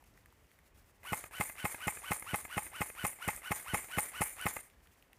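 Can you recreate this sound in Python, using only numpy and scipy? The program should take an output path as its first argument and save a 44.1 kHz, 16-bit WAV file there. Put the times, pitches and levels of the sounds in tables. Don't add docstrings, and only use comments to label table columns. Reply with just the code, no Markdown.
import sys
import numpy as np
from scipy import signal
from scipy.fft import rfft, irfft
from scipy.io import wavfile
from scipy.ndimage import uniform_filter1d

SR = 44100
rng = np.random.default_rng(int(sys.argv[2]) if len(sys.argv) > 2 else 0)


def to_wav(s):
    ch = np.atleast_2d(s).T
    pcm = np.round(np.clip(ch, -1, 1) * 32767)
    wavfile.write(sys.argv[1], SR, pcm.astype(np.int16))


N = 228646


def undb(db):
    return 10 ** (np.asarray(db) / 20)


def band(x, hz, width_hz):
    return signal.lfilter(*signal.iirpeak(hz, hz / width_hz, SR), x)


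def add(out, at_s, sound):
    i = int(at_s * SR)
    out[i:i + len(sound)] += sound[:N - i]


def walk(rate_hz):
    hold = int(SR / rate_hz)
    steps = np.repeat(rng.standard_normal(N // hold + 1), hold)
    return uniform_filter1d(steps, hold // 3)[:N]


def colour(x, bands, flicker_db=0):
    y = 0
    for k, (hz, width_hz, db) in enumerate(bands):
        gain = undb(db + flicker_db * walk(25)) if flicker_db else undb(db)
        y = y + (-1) ** k * gain * band(band(x, hz, width_hz), hz, width_hz)
    return y / np.std(y)


def pat(hz, q, fade_s):
    t = np.arange(int(.02 * SR)) / SR
    burst = rng.standard_normal(len(t)) * np.exp(-t / fade_s)
    y = band(band(burst, hz, hz / q), hz, hz / q)
    return y / np.max(np.abs(y))


def ring(modes, scatter_db, push_s):
    t = np.arange(int(.08 * SR)) / SR
    hz, db, t60_s = np.transpose(modes)[:, :, None]
    db = db + scatter_db * rng.standard_normal(db.shape)
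    hz = hz * (1 + .008 * rng.standard_normal(hz.shape))
    partials = undb(db - 60 * t / t60_s) * np.sin(2 * np.pi * hz * t)
    y = partials.sum(axis=0) * (1 - np.exp(-t / push_s))
    return y / np.max(np.abs(y))


# f/Hz, relative density/dB
RAIN_SPECTRUM = [(15, -84), (25, -2), (64, 0), (110, -9), (198, -14.5), (523, -18), (582, -19), (1020, -21),
                 (1450, -23.5), (2010, -21.5), (3930, -33), (9050, -32), (15500, -33)]
# t/s, level/dB
WIND_ENVELOPE = [(0, 1), (1, -0.5), (4.4, -0.5), (5.18, -5.5)]


def rain_and_wind(rms_db=-64):
    hz = np.fft.rfftfreq(N, 1 / SR)
    knot_hz, knot_db = np.transpose(RAIN_SPECTRUM)
    spectrum = rfft(rng.standard_normal(N)) * undb(np.interp(np.log(hz + 1), np.log(knot_hz), knot_db))
    low = 200 ** 2 / (hz ** 2 + 200 ** 2)
    high = hz ** 2 / (hz ** 2 + 3500 ** 2)
    wind_db = np.interp(np.arange(N) / SR, *np.transpose(WIND_ENVELOPE))
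    rumble = irfft(spectrum * low, N) * undb(3.4 * walk(24) + wind_db)
    patter = irfft(spectrum * (1 - low - high), N) * undb(.27 * walk(21))
    hiss = irfft(spectrum * high, N) * undb(3.2 * walk(35))
    bed = rumble + patter + hiss
    return undb(rms_db) * bed / np.std(bed)


# t/s, level/dB, f/Hz
NEAR_DROPS = [(.025, -55, 920), (.04, -56, 2270), (.175, -54, 1880), (.259, -50, 1800), (.325, -56, 1010),
              (.515, -54.5, 2310), (.589, -55.5, 1850), (4.7, -53, 2430), (4.858, -61, 1140),
              (4.872, -53.5, 2220), (5.025, -53, 2770), (5.131, -49, 2090)]


def raindrops():
    out = np.zeros(N)
    for when, pitch, size in rng.random((220, 3)):
        drop = pat(900 * 2 ** (2.84 * pitch), q=1.7, fade_s=.002)
        add(out, when * N / SR, undb(-69.5 + 6.5 * size) * drop)
    for at_s, db, hz in NEAR_DROPS:
        drop = pat(hz, q=2.04, fade_s=.0014)
        splash = undb(-1.5) * pat(11200, q=1.6, fade_s=.0011)
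        add(out, at_s, undb(db) * (drop + splash))
    return out


# slam t/s, shot level/dB, rattle level/dB, rattle length/s
SHOTS = [(1.132, -23, -41, .17), (1.4102, -22.5, -40, 0.18), (1.6536, -22.5, -39.5, 0.17),
         (1.8807, -22.5, -40, 0.23), (2.1183, -22, -40, 0.17), (2.3441, -22, -41, 0.16),
         (2.5795, -22.5, -40.5, 0.15), (2.8171, -22.5, -41.5, 0.16), (3.0503, -23, -40.5, 0.15),
         (3.2871, -22.5, -40.5, 0.15), (3.5182, -22, -38.5, 0.16), (3.7453, -21, -39, 0.24),
         (3.985, -21, -37.5, .19), (4.218, -21, -37.5, 0.2), (4.4662, -21, -37.5, 0.23)]
# f/Hz, width/Hz, level/dB
GEAR_BANDS = [(467, 1200, -10), (940, 1380, 2.5), (2150, 1790, 8), (4040, 120, -40), (4520, 4800, -12),
              (9460, 3100, 0), (13150, 3000, -2.5)]


def motor(lead_s=.104, release_lead_s=.012):
    free_hz, spin_up_s, sag_from_s, sag_hz_per_s = 1660, .035, .052, 5600
    out = np.zeros(N)
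    grit = colour(rng.standard_normal(N) * undb(2.5 * walk(400)), GEAR_BANDS)
    waver, flutter = walk(140), walk(200)
    t = np.arange(int((lead_s - release_lead_s) * SR)) / SR
    mesh_hz = free_hz * np.tanh(t / spin_up_s) - sag_hz_per_s * np.maximum(t - sag_from_s, 0)
    speed = mesh_hz / mesh_hz.max()
    for slam_s, db, *_ in SHOTS:
        on = int((slam_s - lead_s) * SR) + np.arange(len(t))
        phase = 2 * np.pi * np.cumsum(mesh_hz * (1 + .013 * flutter[on])) / SR
        tone = undb(-23.5 + 2.9 * waver[on]) * speed ** 2.1 * np.sin(phase)
        overtones = np.sin(2 * phase) + undb(-21) * (np.sin(3 * phase) + np.sin(4 * phase))
        overtones *= undb(-25.5 + 1.7 * waver[on]) * speed ** 3
        tooth_contact = 1 + .12 * np.cos(phase)
        rasp = undb(-26) * speed ** 1.2 * tooth_contact * grit[on]
        out[on] += undb(db) * (tone + overtones + rasp)
    return out


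# t/s, level/dB
TRIGGER_RELEASES = [(1.24, -33), (1.259, -44), (1.497, -35), (1.745, -31.5), (1.971, -36), (2.224, -35.5),
                    (2.451, -34.5), (2.666, -40), (2.9, -36), (3.129, -44), (3.376, -42.5), (3.597, -41),
                    (3.843, -42), (4.566, -27.5), (4.59, -41)]
# f/Hz, level/dB, t60/s
TRIGGER_MODES = [(503, 3.5, 0.0047), (870, -1, 0.0092), (1187, -4.5, 0.014), (1680, -4, 0.016),
                 (2070, -1, 0.017), (2460, -12.5, 0.038), (2540, -66, 0.0079)]


def trigger(pull_lead_s=.1, pull_db=-45):
    out = np.zeros(N)
    pulls = [(slam_s - pull_lead_s, pull_db) for slam_s, *_ in SHOTS]
    for at_s, db in TRIGGER_RELEASES + pulls:
        add(out, at_s, undb(db - 2) * crack(fade_s=.0025))
        for k in range(4):
            lag_s = .0013 * k * rng.uniform(.7, 1.3)
            add(out, at_s + lag_s, undb(db - 3.5 * k) * ring(TRIGGER_MODES, scatter_db=3, push_s=.0003))
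    return out


# t/s from slam, ring level/dB, crack level/dB
GEARBOX_KNOCKS = [(-.0131, -15, -26), (-.0095, -13, -17), (-.0052, -9, -28), (-.0014, -2, -20),
                  (.0002, 3, -10), (.0049, -4, -8), (.0135, -12.5, -20), (.0435, -16, -25)]
# f/Hz, level/dB, t60/s
BODY_MODES = [(193, -31, 0.0095), (330, 1, 0.008), (543, -3.5, 0.081), (866, 10.5, 0.12),
              (1036, 5.5, 0.065), (1167, 14, 0.015), (1430, 0, 0.061), (1830, -4, 0.02), (1898, 9.5, 0.013),
              (2109, 13, 0.029), (2180, -6, 0.02), (2454, 2, 0.034), (3230, -40, 0.044), (5370, -4.5, .013)]


def gearbox_knocks(grip_t60_s=.058):
    out = np.zeros(N)
    held_modes = [(hz, db, 1 / (1 / t60_s + 1 / grip_t60_s)) for hz, db, t60_s in BODY_MODES]
    for slam_s, db, *_ in SHOTS:
        for lag_s, ring_db, crack_db in GEARBOX_KNOCKS:
            body = undb(db + ring_db) * ring(held_modes, scatter_db=1.2, push_s=.0003)
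            edge = undb(db + crack_db + 3 * rng.standard_normal()) * crack(fade_s=.002)
            add(out, slam_s + lag_s, edge - body)
    return out


def muzzle_pops(lead_s=.0122, ground_delay_s=.01029):
    t = np.arange(int(.06 * SR)) / SR - .003
    swing_t = np.maximum(t - .0008, 0)
    spike = np.exp(-np.abs(t) / .00045)
    backswing = np.sin(2 * np.pi * 120 * swing_t) * np.exp(-swing_t / .0032)
    stock_jolt = np.sin(2 * np.pi * 62 * swing_t) * np.exp(-swing_t / .015)
    pop = spike - undb(-3.5) * backswing - undb(-16.5) * stock_jolt
    reflection = undb(-8) * np.roll(pop, int(ground_delay_s * SR))
    out = np.zeros(N)
    for slam_s, db, *_ in SHOTS:
        add(out, slam_s - lead_s, undb(db - 1.5) * (pop + reflection))
    return out


# f/Hz, width/Hz, level/dB
BRIGHT_BANDS = [(413, 1000, -9), (1120, 3200, -8), (2213, 780, 1), (2400, 400, -4.5), (6700, 1140, -9.5),
                (7277, 480, -2), (8400, 1470, -5), (9070, 430, 5), (9650, 540, 2), (9820, 530, 2.5),
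                (10470, 1130, -3.5), (12040, 700, -8.5), (13850, 500, 1), (13180, 3700, -8.5)]
RATTLE_FADE_S = .087


def pellet_rattle(lead_s=.011, rise_s=.0029):
    shake = np.zeros(N)
    for slam_s, _, db, length_s in SHOTS:
        t = np.maximum(np.arange(N) / SR - slam_s + lead_s, 0)
        shake += undb(db) * (1 - np.exp(-t / rise_s)) * np.exp(-t / RATTLE_FADE_S - (t / length_s) ** 6)
    spikes = (rng.random(N) < .015) * undb(10.7 * rng.random(N))
    clicks = rng.standard_normal(N) * (.67 + spikes)
    return shake * undb(2 * walk(70)) * colour(clicks, BRIGHT_BANDS, flicker_db=2.5)


def crack(fade_s):
    t = np.arange(int(.08 * SR)) / SR
    return .5 * colour(rng.standard_normal(len(t)), BRIGHT_BANDS) * np.exp(-t / fade_s)


# t/s, level/dB, f/Hz
LOUD_CLACKS = [(1.1444, -33, 9300), (1.2098, -36, 9800), (1.4601, -42, 12000), (2.1327, -25, 12500),
               (2.1974, -28.5, 10400), (2.3595, -22, 11300), (3.0678, -18, 10600), (3.1016, -41, 9700),
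               (3.3632, -30.5, 9500), (4.005, -22.5, 9600), (4.0315, -31, 9600), (4.2376, -21.5, 10200),
               (4.295, -30, 11400), (4.4132, -33, 10700), (4.4856, -27.5, 9600), (4.5383, -32, 12000)]
# f/Hz, level/dB, t60/s
SHELL_MODES = [(8300, -23, .27), (9800, 7, .27), (9900, 0, .043)]


def pellet_clacks(soft_db=-40, soft_hz=10200):
    out = np.zeros(N)
    soft_clacks = [(slam_s + RATTLE_FADE_S * rng.random(), soft_db + 3 * rng.standard_normal(), soft_hz)
                   for slam_s, *_ in SHOTS]
    for at_s, db, hz in LOUD_CLACKS + soft_clacks:
        add(out, at_s, undb(db) * pat(hz, q=2.8, fade_s=.0009))
        add(out, at_s, undb(db - 22) * ring(SHELL_MODES, scatter_db=4.4, push_s=.0034))
    return out


def trees(dry, t60_s=.34, db=-26):
    t = np.arange(int(.4 * SR)) / SR
    tail = band(rng.standard_normal(len(t)), 2230, 2300) * undb(-60 * t / t60_s) * (t > .012)
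    return undb(db) * signal.fftconvolve(dry, tail / np.sqrt(np.sum(tail ** 2)))[:N]


def scene():
    weather = rain_and_wind() + raindrops()
    rifle = motor() + trigger() + gearbox_knocks() + muzzle_pops() + pellet_rattle() + pellet_clacks()
    return (weather + rifle + trees(rifle))[None]


def record(dry, low_hz=45, top_hz=15500):
    dry = signal.sosfilt(signal.butter(2, low_hz, "high", fs=SR, output="sos"), dry)
    return signal.sosfilt(signal.ellip(10, .2, 60, top_hz, fs=SR, output="sos"), dry)


dry = scene()
out = record(dry)
to_wav(out)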